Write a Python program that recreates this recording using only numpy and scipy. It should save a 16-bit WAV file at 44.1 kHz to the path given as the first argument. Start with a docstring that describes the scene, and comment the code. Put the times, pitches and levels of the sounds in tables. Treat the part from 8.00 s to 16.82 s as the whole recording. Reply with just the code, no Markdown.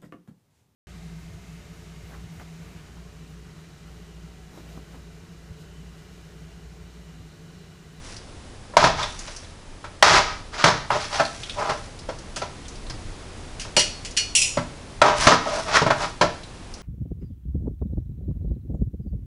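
"""A small kitchen: roast meat is carved with knife and fork in a metal pan on a stove.
The pan knocks and drags on the burner grate and rings; the blade scrapes its bottom. Parting fibres
crackle and tick, the knife clinks and slides on the fork, and shoves rock the stove over the room tone.
Tiled walls add a short tail. A limiter ducks after the loudest knocks."""
import sys
import numpy as np
from scipy import signal
from scipy.fft import rfft, irfft, next_fast_len
from scipy.io import wavfile
from scipy.ndimage import uniform_filter1d

SR = 44100
rng = np.random.default_rng(int(sys.argv[2]) if len(sys.argv) > 2 else 0)


def unload_audio(sound):
    """Save the sound as a 16-bit wav file, at the path given as the first command line argument."""
    columns = np.transpose(np.atleast_2d(sound))
    # keep every value between -1 and 1, then stretch to whole-number steps
    steps = np.round(np.clip(columns, -1, 1) * 32767)
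    wavfile.write(sys.argv[1], SR, steps.astype(np.int16))


N = 388962
TIME = np.arange(N) / SR
AGE = TIME[:SR * 3 // 5]  # time axis of one event, 0.6 s

# knife strokes: start/s, swell/s, hold/s, pan drag/dB, blade rasp/dB, grinding pitch/Hz
STROKES = [(0.768, 0.0096, 0.1, -10.5, -15, 806), (0.959, 0.029, 0.052, -27.5, -27.5, 950),
           (2.031, 0.011, 0.14, -6, -8, 1024), (2.513, 0.03, .015, -35.5, -36, 1436),
           (2.565, 0.03, .04, -33, -29, 1190), (2.655, 0.0032, 0.03, -11, -16, 1100),
           (2.91, .005, 0.05, -22, -30.5, 770), (2.968, 0.047, 0.036, -44, -32.5, 950),
           (3.097, 0.036, 0.062, -32, -29, 930), (3.55, 0.05, 0.12, -25.5, -37, 880),
           (7.028, 0.014, 0.05, -9, -19.5, 920), (7.104, .01, 0.033, -24, -35, 930),
           (7.147, 0.094, .05, -28.5, -24.5, 1000), (7.272, 0.0048, 0.065, -7.5, -12.5, 1100),
           (7.461, 0.0095, 0.13, -28.5, -32.5, 700), (7.646, 0.043, 0.037, -28.5, -31, 710),
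           (7.715, 0.047, 0.0074, -15.5, -16.5, 1430), (7.961, 0.075, 0.0079, -23.5, -28, 970)]
# pan sheet modes: f/Hz, level/dB, t60/s
PAN_MODES = [(385, -14, .14), (455, -13, .14), (576, -1, .21), (602, 1, .21), (645, -2, .18), (685, 0, .14),
             (795, -2, .16), (892, -4, .14), (968, -3, .17), (1005, -5, .14), (1139, -5, .17),
             (1245, -6, .15), (1309, 0, .18), (1335, -2, .14), (1577, -11, .16), (1722, -9, .16),
             (1873, -13, .16)]
# steel contact spectrum: f/Hz, level/dB
STEEL_SPECTRUM = [(1180, 3), (2000, 0.5), (2820, -3.5), (3110, -2.5), (4710, -2.5), (5610, -3),
                  (7750, -14.5), (8500, -20.5), (10700, -24), (13900, -64), (22000, -120)]
# rumble spectrum: f/Hz, level/dB
RUMBLE_SPECTRUM = [(22, 3.5), (33, 2.5), (60, -7.5), (95, -7), (160, -20), (300, -22)]


def from_db(db):
    """Decibels to gain."""
    return 10 ** (np.asarray(db) / 20)


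def rms_one(x):
    """Scale to rms 1."""
    return x / np.sqrt(np.mean(x ** 2) + 1e-20)


def attack_one(x):
    """Scale to rms 1 over the first 10 ms."""
    return x / np.sqrt(np.mean(x[:SR // 100] ** 2) + 1e-20)


def decay(t60_s):
    """Envelope losing 60 dB in t60_s."""
    return np.exp(-np.log(1000) * AGE / max(t60_s, .002))


def add(track, t_s, sound):
    """Mix a sound into the track at t_s."""
    start = max(round(t_s * SR), 0)
    track[start:start + len(sound)] += sound[:N - start]


def through(x, response):
    """Drive a body or a room with a signal."""
    return signal.fftconvolve(x, response)[:len(x)]


def colour(x, spectrum):
    """Impose a smooth spectrum with steep skirts; rms 1."""
    hz, db = np.transpose(spectrum)
    size = next_fast_len(len(x))
    bins_hz = np.maximum(np.fft.rfftfreq(size, 1 / SR), 1)
    skirts = np.minimum(bins_hz / hz[0], 1) ** 2 * np.minimum(hz[-1] / bins_hz, 1) ** 2
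    gain = from_db(np.interp(np.log(bins_hz), np.log(hz), db))
    return rms_one(irfft(rfft(x, size) * skirts * gain, size)[:len(x)])


def wash(spectrum, t60_s):
    """Crowded modes dying together, as decaying noise."""
    return attack_one(colour(rng.standard_normal(len(AGE)), spectrum) * decay(t60_s))


def ring(modes, spread_db):
    """Distinct modes; each contact point weights them anew."""
    out = 0
    for hz, db, t60_s in modes:
        weight = from_db(db + spread_db * rng.standard_normal()) * rng.choice([-1, 1])
        out = out + weight * np.sin(2 * np.pi * hz * AGE) * decay(t60_s)
    return attack_one(out)


def slips(per_s, spread_db, size=N):
    """Stick-slip friction: random clicks of uneven strength; rms 1."""
    strength = from_db(spread_db * np.minimum(rng.exponential(1, size), 4))
    return rms_one((rng.random(size) < per_s / SR) * strength * rng.choice([-1, 1], size))


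def grains(clicks, t60_s):
    """Turn each click into a decaying noise burst."""
    pole = from_db(-120 / (max(t60_s, .001) * SR))
    power = signal.lfilter([1], [1, -pole], clicks ** 2 + 1e-18)
    return rng.standard_normal(N) * np.sqrt(power)


def tilted(rows, db_per_octave, low_hz=510, high_hz=1780):
    """Hard contact favours high modes, soft contact low ones; pivot 1 kHz."""
    return [(hz, db + db_per_octave * np.log2(np.clip(hz, low_hz, high_hz) / 1000), *rest)
            for hz, db, *rest in rows]


def moving_resonance(x, pitch_hz, width_octaves):
    """Stress the bands near a moving pitch; rms 1."""
    out, edges_hz = 0, np.geomspace(400, 2800, 11)
    for low, high in zip(edges_hz, edges_hz[1:]):
        band = signal.sosfilt(signal.butter(2, [low, high], "band", fs=SR, output="sos"), x + 1e-18)
        offset_octaves = np.log2(np.sqrt(low * high) / pitch_hz)
        out = out + rms_one(band) * np.exp(-(offset_octaves / width_octaves) ** 2)
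    return rms_one(out)


def background():
    """Room tone over a low rumble, drifting together in level."""
    # drift: t/s, level/dB
    drift = [(0.0, -44), (1.7, -45), (5.2, -40.5), (8.82, -42.5)]
    # room tone: f/Hz, level/dB
    room_spectrum = [(50, -2), (90, -0.5), (170, -5), (500, -10.5), (1600, -18.5), (3000, -21.5),
                     (5200, -23), (10700, -30.5)]
    t_s, db = np.transpose(drift)
    room_tone = colour(rng.standard_normal(N), room_spectrum)
    rumble = colour(rng.standard_normal(N), RUMBLE_SPECTRUM)
    return from_db(np.interp(TIME, t_s, db)) * (room_tone + rumble)


def reflections(x, t60_s=0.44, first_echo_s=0.0034):
    """Close tiled walls return a short dense tail."""
    wall_spectrum = [(90, 4.5), (600, -2.0), (5000, 1.5), (11000, -5.0)]  # f/Hz, level/dB
    tail = wash(wall_spectrum, t60_s) * (AGE > first_echo_s)
    return through(x, tail / np.linalg.norm(tail))


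def stove(rise_s=0.029, t60_s=0.87):
    """Shoves rock the stove: a rumble builds and dies."""
    # shoves: t/s, level/dB
    shoves = [(0.77, -17.5), (2.08, -24), (4.87, -28), (7.171, -24)]
    rocking = np.zeros(N)
    for t_s, db in shoves:
        add(rocking, t_s, from_db(db) * (1 - np.exp(-AGE / rise_s)) * decay(t60_s))
    return rocking * colour(rng.standard_normal(N), RUMBLE_SPECTRUM)


def meat(width_ratio=1.25, skirt_db=-13):
    """Parting fibres crackle wetly with blade speed; the tools add clearer ticks."""
    # blade passes, fastest halfway: start/s, length/s, mid-pass level/dB
    cuts = [(0, .2, -41), (0.784, 0.79, -40.5), (2.846, 0.68, -37), (3.35, 0.59, -41), (4.4, 0.79, -58),
            (7.15, .14, -21.5), (7.356, 0.39, -34), (7.9, 0.24, -37.5)]
    # crackle: f/Hz, level/dB
    crackle_spectrum = [(710, -4), (1200, 0.5), (3670, -3.5), (5290, -2), (5750, 1.5), (6650, -4.5),
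                        (10700, -11), (13900, -52), (22000, -120)]
    # tools in the meat: t/s, level/dB, f/Hz
    ticks = [(0.166, -36, 5370), (1.029, -21, 3640), (1.1907, -32, 6300), (1.3636, -33, 6000),
             (1.446, -45, 3970), (3.251, -27, 4430), (3.4336, -29, 3600), (3.496, -27, 3530),
             (3.989, -38.5, 5060), (4.187, -40.5, 5800), (4.6533, -43, 3500), (4.682, -36.5, 6500),
             (4.7547, -42, 4930), (4.866, -42, 4330), (4.8984, -32.5, 5350), (6.109, -37, 6300),
             (8.4338, -38.5, 4040), (8.739, -35.5, 5740)]
    speed = np.zeros(N)
    for t_s, length_s, db in cuts:
        add(speed, t_s, from_db(db) * np.sin(np.linspace(0, np.pi, int(length_s * SR))))
    crackle = grains(slips(per_s=750, spread_db=2.5), t60_s=0.026)
    out = speed * colour(crackle, crackle_spectrum)
    for t_s, db, hz in ticks:
        hump = [(hz / width_ratio ** 2, skirt_db), (hz / width_ratio, skirt_db / 2),
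                (hz, 0), (hz * width_ratio, skirt_db)]
        add(out, t_s, from_db(db) * wash(hump, t60_s=0.078))
    return from_db(-3.5) * out


def fork_clinks():
    """Knife taps ring the tines."""
    # taps: t/s, level/dB, relative tine ring/dB
    taps = [(4.361, -28.5, -27), (5.597, -30.5, -25), (5.615, -34, -27), (5.7657, -13.5, -2.5),
            (5.794, -14.5, -9), (6.049, -30, -25), (6.167, -25, -11), (6.172, -17.5, -2.5)]
    # tine modes: f/Hz, level/dB, t60/s
    fork_modes = [(2433, -7, .24), (2870, -2, .2), (2950, -1, .14), (3332, -10, .22), (3930, -11, .2),
                  (4385, -1, .38), (5035, -9, .26), (5138, -8, .26), (5722, -4, .22), (5800, -4, .2),
                  (6840, -7, .28), (7106, -8, .22), (8000, -11, .2), (9170, -16, .25)]
    # crowded fork modes: f/Hz, level/dB
    fork_spectrum = [(820, -34), (1400, -4), (2110, 4), (2910, 9), (3760, 2), (4340, 6.5), (4690, 7),
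                     (5950, 5.5), (10700, -5), (13900, -47), (22000, -120)]
    out = np.zeros(N)
    for t_s, db, ring_db in taps:
        tines = from_db(ring_db) * ring(fork_modes, spread_db=0.5)
        add(out, t_s, from_db(db) * (tines + from_db(-2) * wash(fork_spectrum, t60_s=0.16)))
    return out


def knife_slides():
    """The blade chatters off the tines; its lowest note sinks slide by slide as the contact moves."""
    # slides: t/s, level/dB, length/s, contact pitch/Hz
    slides = [(6.351, -3.5, 0.018, 2840), (6.374, -10, 0.018, 2650), (6.416, -8, 0.0086, 2540),
              (6.441, -22, 0.0089, 2440)]
    # blade modes: f/Hz, level/dB, t60/s
    knife_modes = [(4280, -14, .25), (5114, -7, .25), (5696, -5, .2), (5870, -8, .14), (6856, -8, .26),
                   (8005, -13, .16), (8700, -9, .08), (9577, -8, .1), (10470, -12, .14)]
    # crowded blade modes: f/Hz, level/dB
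    knife_spectrum = [(1000, -56.5), (1700, -44), (1910, -17.5), (2640, 0), (3850, -11.5), (4220, -8),
                      (4730, -13), (5870, 1), (6390, -11), (6850, -1.5), (10700, -11), (13900, -50),
                      (22000, -120)]
    out = np.zeros(N)
    for t_s, db, length_s, hz in slides:
        chatter = slips(per_s=1600, spread_db=-1, size=len(AGE)) * (AGE < length_s)
        blade = ring([(hz, 3, .11), *knife_modes], spread_db=1.5) + wash(knife_spectrum, t60_s=.04)
        zing = through(chatter / np.linalg.norm(chatter), blade)
        shimmer = wash(knife_spectrum, t60_s=0.33)
        add(out, t_s, from_db(db) * (from_db(-14) * zing + from_db(-13) * shimmer))
    return out


def stroke_force(swell_s, hold_s, swell_power=1.6, sag_db_per_s=18, release_db_per_s=393):
    """Force swells to 1, sags while held, then is let go."""
    swell = np.minimum(AGE / max(swell_s, 1 / SR), 1) ** swell_power
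    held_s = np.maximum(AGE - swell_s, 0)
    released_s = np.maximum(held_s - hold_s, 0)
    return swell * from_db(-sag_db_per_s * held_s - release_db_per_s * released_s)


def sawing(sink_octaves=0.22):
    """Strokes drag the pan over the grate and ring it; the blade rasps on its bottom."""
    # grit of pan on grate: f/Hz, level/dB
    grit_spectrum = [(88, -6.5), (150, -7.5), (267, -16), (435, -4), (545, -12), (596, 0), (775, -5),
                     (971, -0.5), (1090, -9), (1310, -3.5), (1480, -11.5), (3000, -23), (3900, -83),
                     (6600, -120)]
    drag, rasp, weighted_hz = np.zeros((3, N))
    for t_s, swell_s, hold_s, drag_db, rasp_db, hz in STROKES:
        force = stroke_force(swell_s, hold_s)
        stroke_hz = hz * 2 ** (sink_octaves * (force - 1))  # less force, lower pitch
        add(drag, t_s, from_db(drag_db) * force)
        add(rasp, t_s, from_db(rasp_db) * force)
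        add(weighted_hz, t_s, from_db(drag_db) * force * stroke_hz)
    moving = drag > 0
    pitch_hz = np.interp(TIME, TIME[moving], weighted_hz[moving] / drag[moving])
    grinding = moving_resonance(slips(per_s=600, spread_db=3), pitch_hz, width_octaves=0.47)
    sheet = ring(PAN_MODES, spread_db=-1.5) * decay(t60_s=0.19)  # damped by the tools
    singing = rms_one(through(grinding, sheet))
    grip = from_db(1.3 * colour(rng.standard_normal(N), [(25, 0), (90, 0)]))  # catches and lets go
    grit = colour(slips(per_s=900, spread_db=2), grit_spectrum)
    scraping = colour(grains(slips(per_s=2500, spread_db=1), t60_s=0.012), STEEL_SPECTRUM)
    pan = from_db(-3.5) * singing + from_db(-5.5) * grinding + from_db(-3) * grit
    return drag * grip * pan + rasp * scraping


def pan_knocks(rise_s=0.0018, free_t60_s=0.1, pressed_t60_s=0.033, pressed_within_s=0.03):
    """The pan hits the grate: clatter, sheet ring, stove-top thump. 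A stroke's push damps the clatter."""
    # knocks: t/s, level/dB, relative treble/dB, relative thump/dB, hardness tilt/(dB/octave)
    knocks = [(0.736, -30.5, -27, -25, -3), (0.768, 2.5, -8.5, -21.5, -2.5), (0.839, -0.5, -7, -14.5, -1.5),
              (1.274, -39.5, 6.5, -27, -4), (1.841, -28, -14, -31, 5), (2.025, 4.5, -5, -37, 3),
              (2.640, -2, -3, -15, -1), (2.903, -8.5, -34, -33, 1.5), (3.196, -10, -12, -22.5, 0.5),
              (3.694, -16, -10.5, -18.5, 0), (4.087, -21, -12.5, -32, -9), (4.362, -27.5, -16, -16, 2),
              (4.417, -20, -9, -32, -1), (4.898, -35.5, 0.5, -9, 2), (5.65, -32, -8, -16, -1),
              (5.767, -12, -26, -22, -7.5), (6.571, -13.5, -14.5, -11.5, -4), (7.016, 2.5, -15, -30, 3),
              (7.022, 0.5, -29, -20.5, 6), (7.269, 1, -5, -16.5, -6), (7.319, -3, -24, -10.5, 3.5),
              (7.459, -13.5, -24, -23, -8), (7.769, -12, -17, -33, 18), (7.816, -13, -10, -9, -9),
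              (7.863, -11.5, -15, -11, -1), (7.903, -7, -18, -23, 1), (8.211, -6, -8, -15, -1.5),
              (8.222, -11.5, -25, -20.5, -9.5)]
    # crowded pan modes: f/Hz, level/dB
    pan_spectrum = [(130, -12), (220, -13.5), (490, -3.5), (600, 0.5), (770, -3), (970, 5), (1180, -5.5),
                    (1320, 0), (1500, -4.5), (2500, -13), (3600, -20)]
    # stove-top modes: f/Hz, level/dB, t60/s
    stove_modes = [(93, -9, .3), (120, -7, .18), (139, 0, .26), (168, -3, .18), (245, -4, .14),
                   (305, -4, .14), (345, -7, .14)]
    out = np.zeros(N)
    contact = 1 - np.exp(-AGE / rise_s)
    for t_s, db, treble_db, thump_db, tilt in knocks:
        pressed = any(abs(start_s - t_s) < pressed_within_s for start_s, *_ in STROKES)
        t60_s = pressed_t60_s if pressed else free_t60_s
        spectrum = tilted(pan_spectrum, tilt)
        clatter = from_db(-6) * wash(spectrum, t60_s) + from_db(-17.5) * wash(spectrum, t60_s=0.23)
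        sheet = from_db(-9) * ring(tilted(PAN_MODES, tilt), spread_db=4)
        treble = from_db(-6) * wash(STEEL_SPECTRUM, t60_s) + from_db(-5) * wash(STEEL_SPECTRUM, 0.15)
        thump = ring(stove_modes, spread_db=2.5)
        knock = clatter + sheet + from_db(treble_db) * treble + from_db(thump_db) * thump
        add(out, t_s, from_db(db) * contact * knock)
    return out


def scene():
    """Carving, its reflections, stove and background; mono."""
    direct = pan_knocks() + sawing() + fork_clinks() + knife_slides() + meat()
    return (direct + from_db(-11) * reflections(direct) + stove() + background())[None]


def record(dry, threshold_db=-10, attack_s=0.0053, release_db_per_s=40, cutoff_hz=10900):
    """A limiter ducks after loud blows; first peaks clip; a low-pass cuts the top."""
    power = uniform_filter1d(dry[0] ** 2, size=128, origin=63)
    over_db = np.maximum(10 * np.log10(np.maximum(power, 1e-12)) - threshold_db, 0)
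    release_db = release_db_per_s * TIME
    held_db = np.maximum.accumulate(over_db + release_db) - release_db
    pole = np.exp(-1 / (attack_s * SR))
    ducked = dry * from_db(-signal.lfilter([1 - pole], [1, -pole], held_db))
    lowpass = signal.ellip(10, .2, 70, cutoff_hz, fs=SR, output="sos")
    return signal.sosfilt(lowpass, np.clip(ducked, -.95, .95))


dry = scene()
out = record(dry)
unload_audio(out)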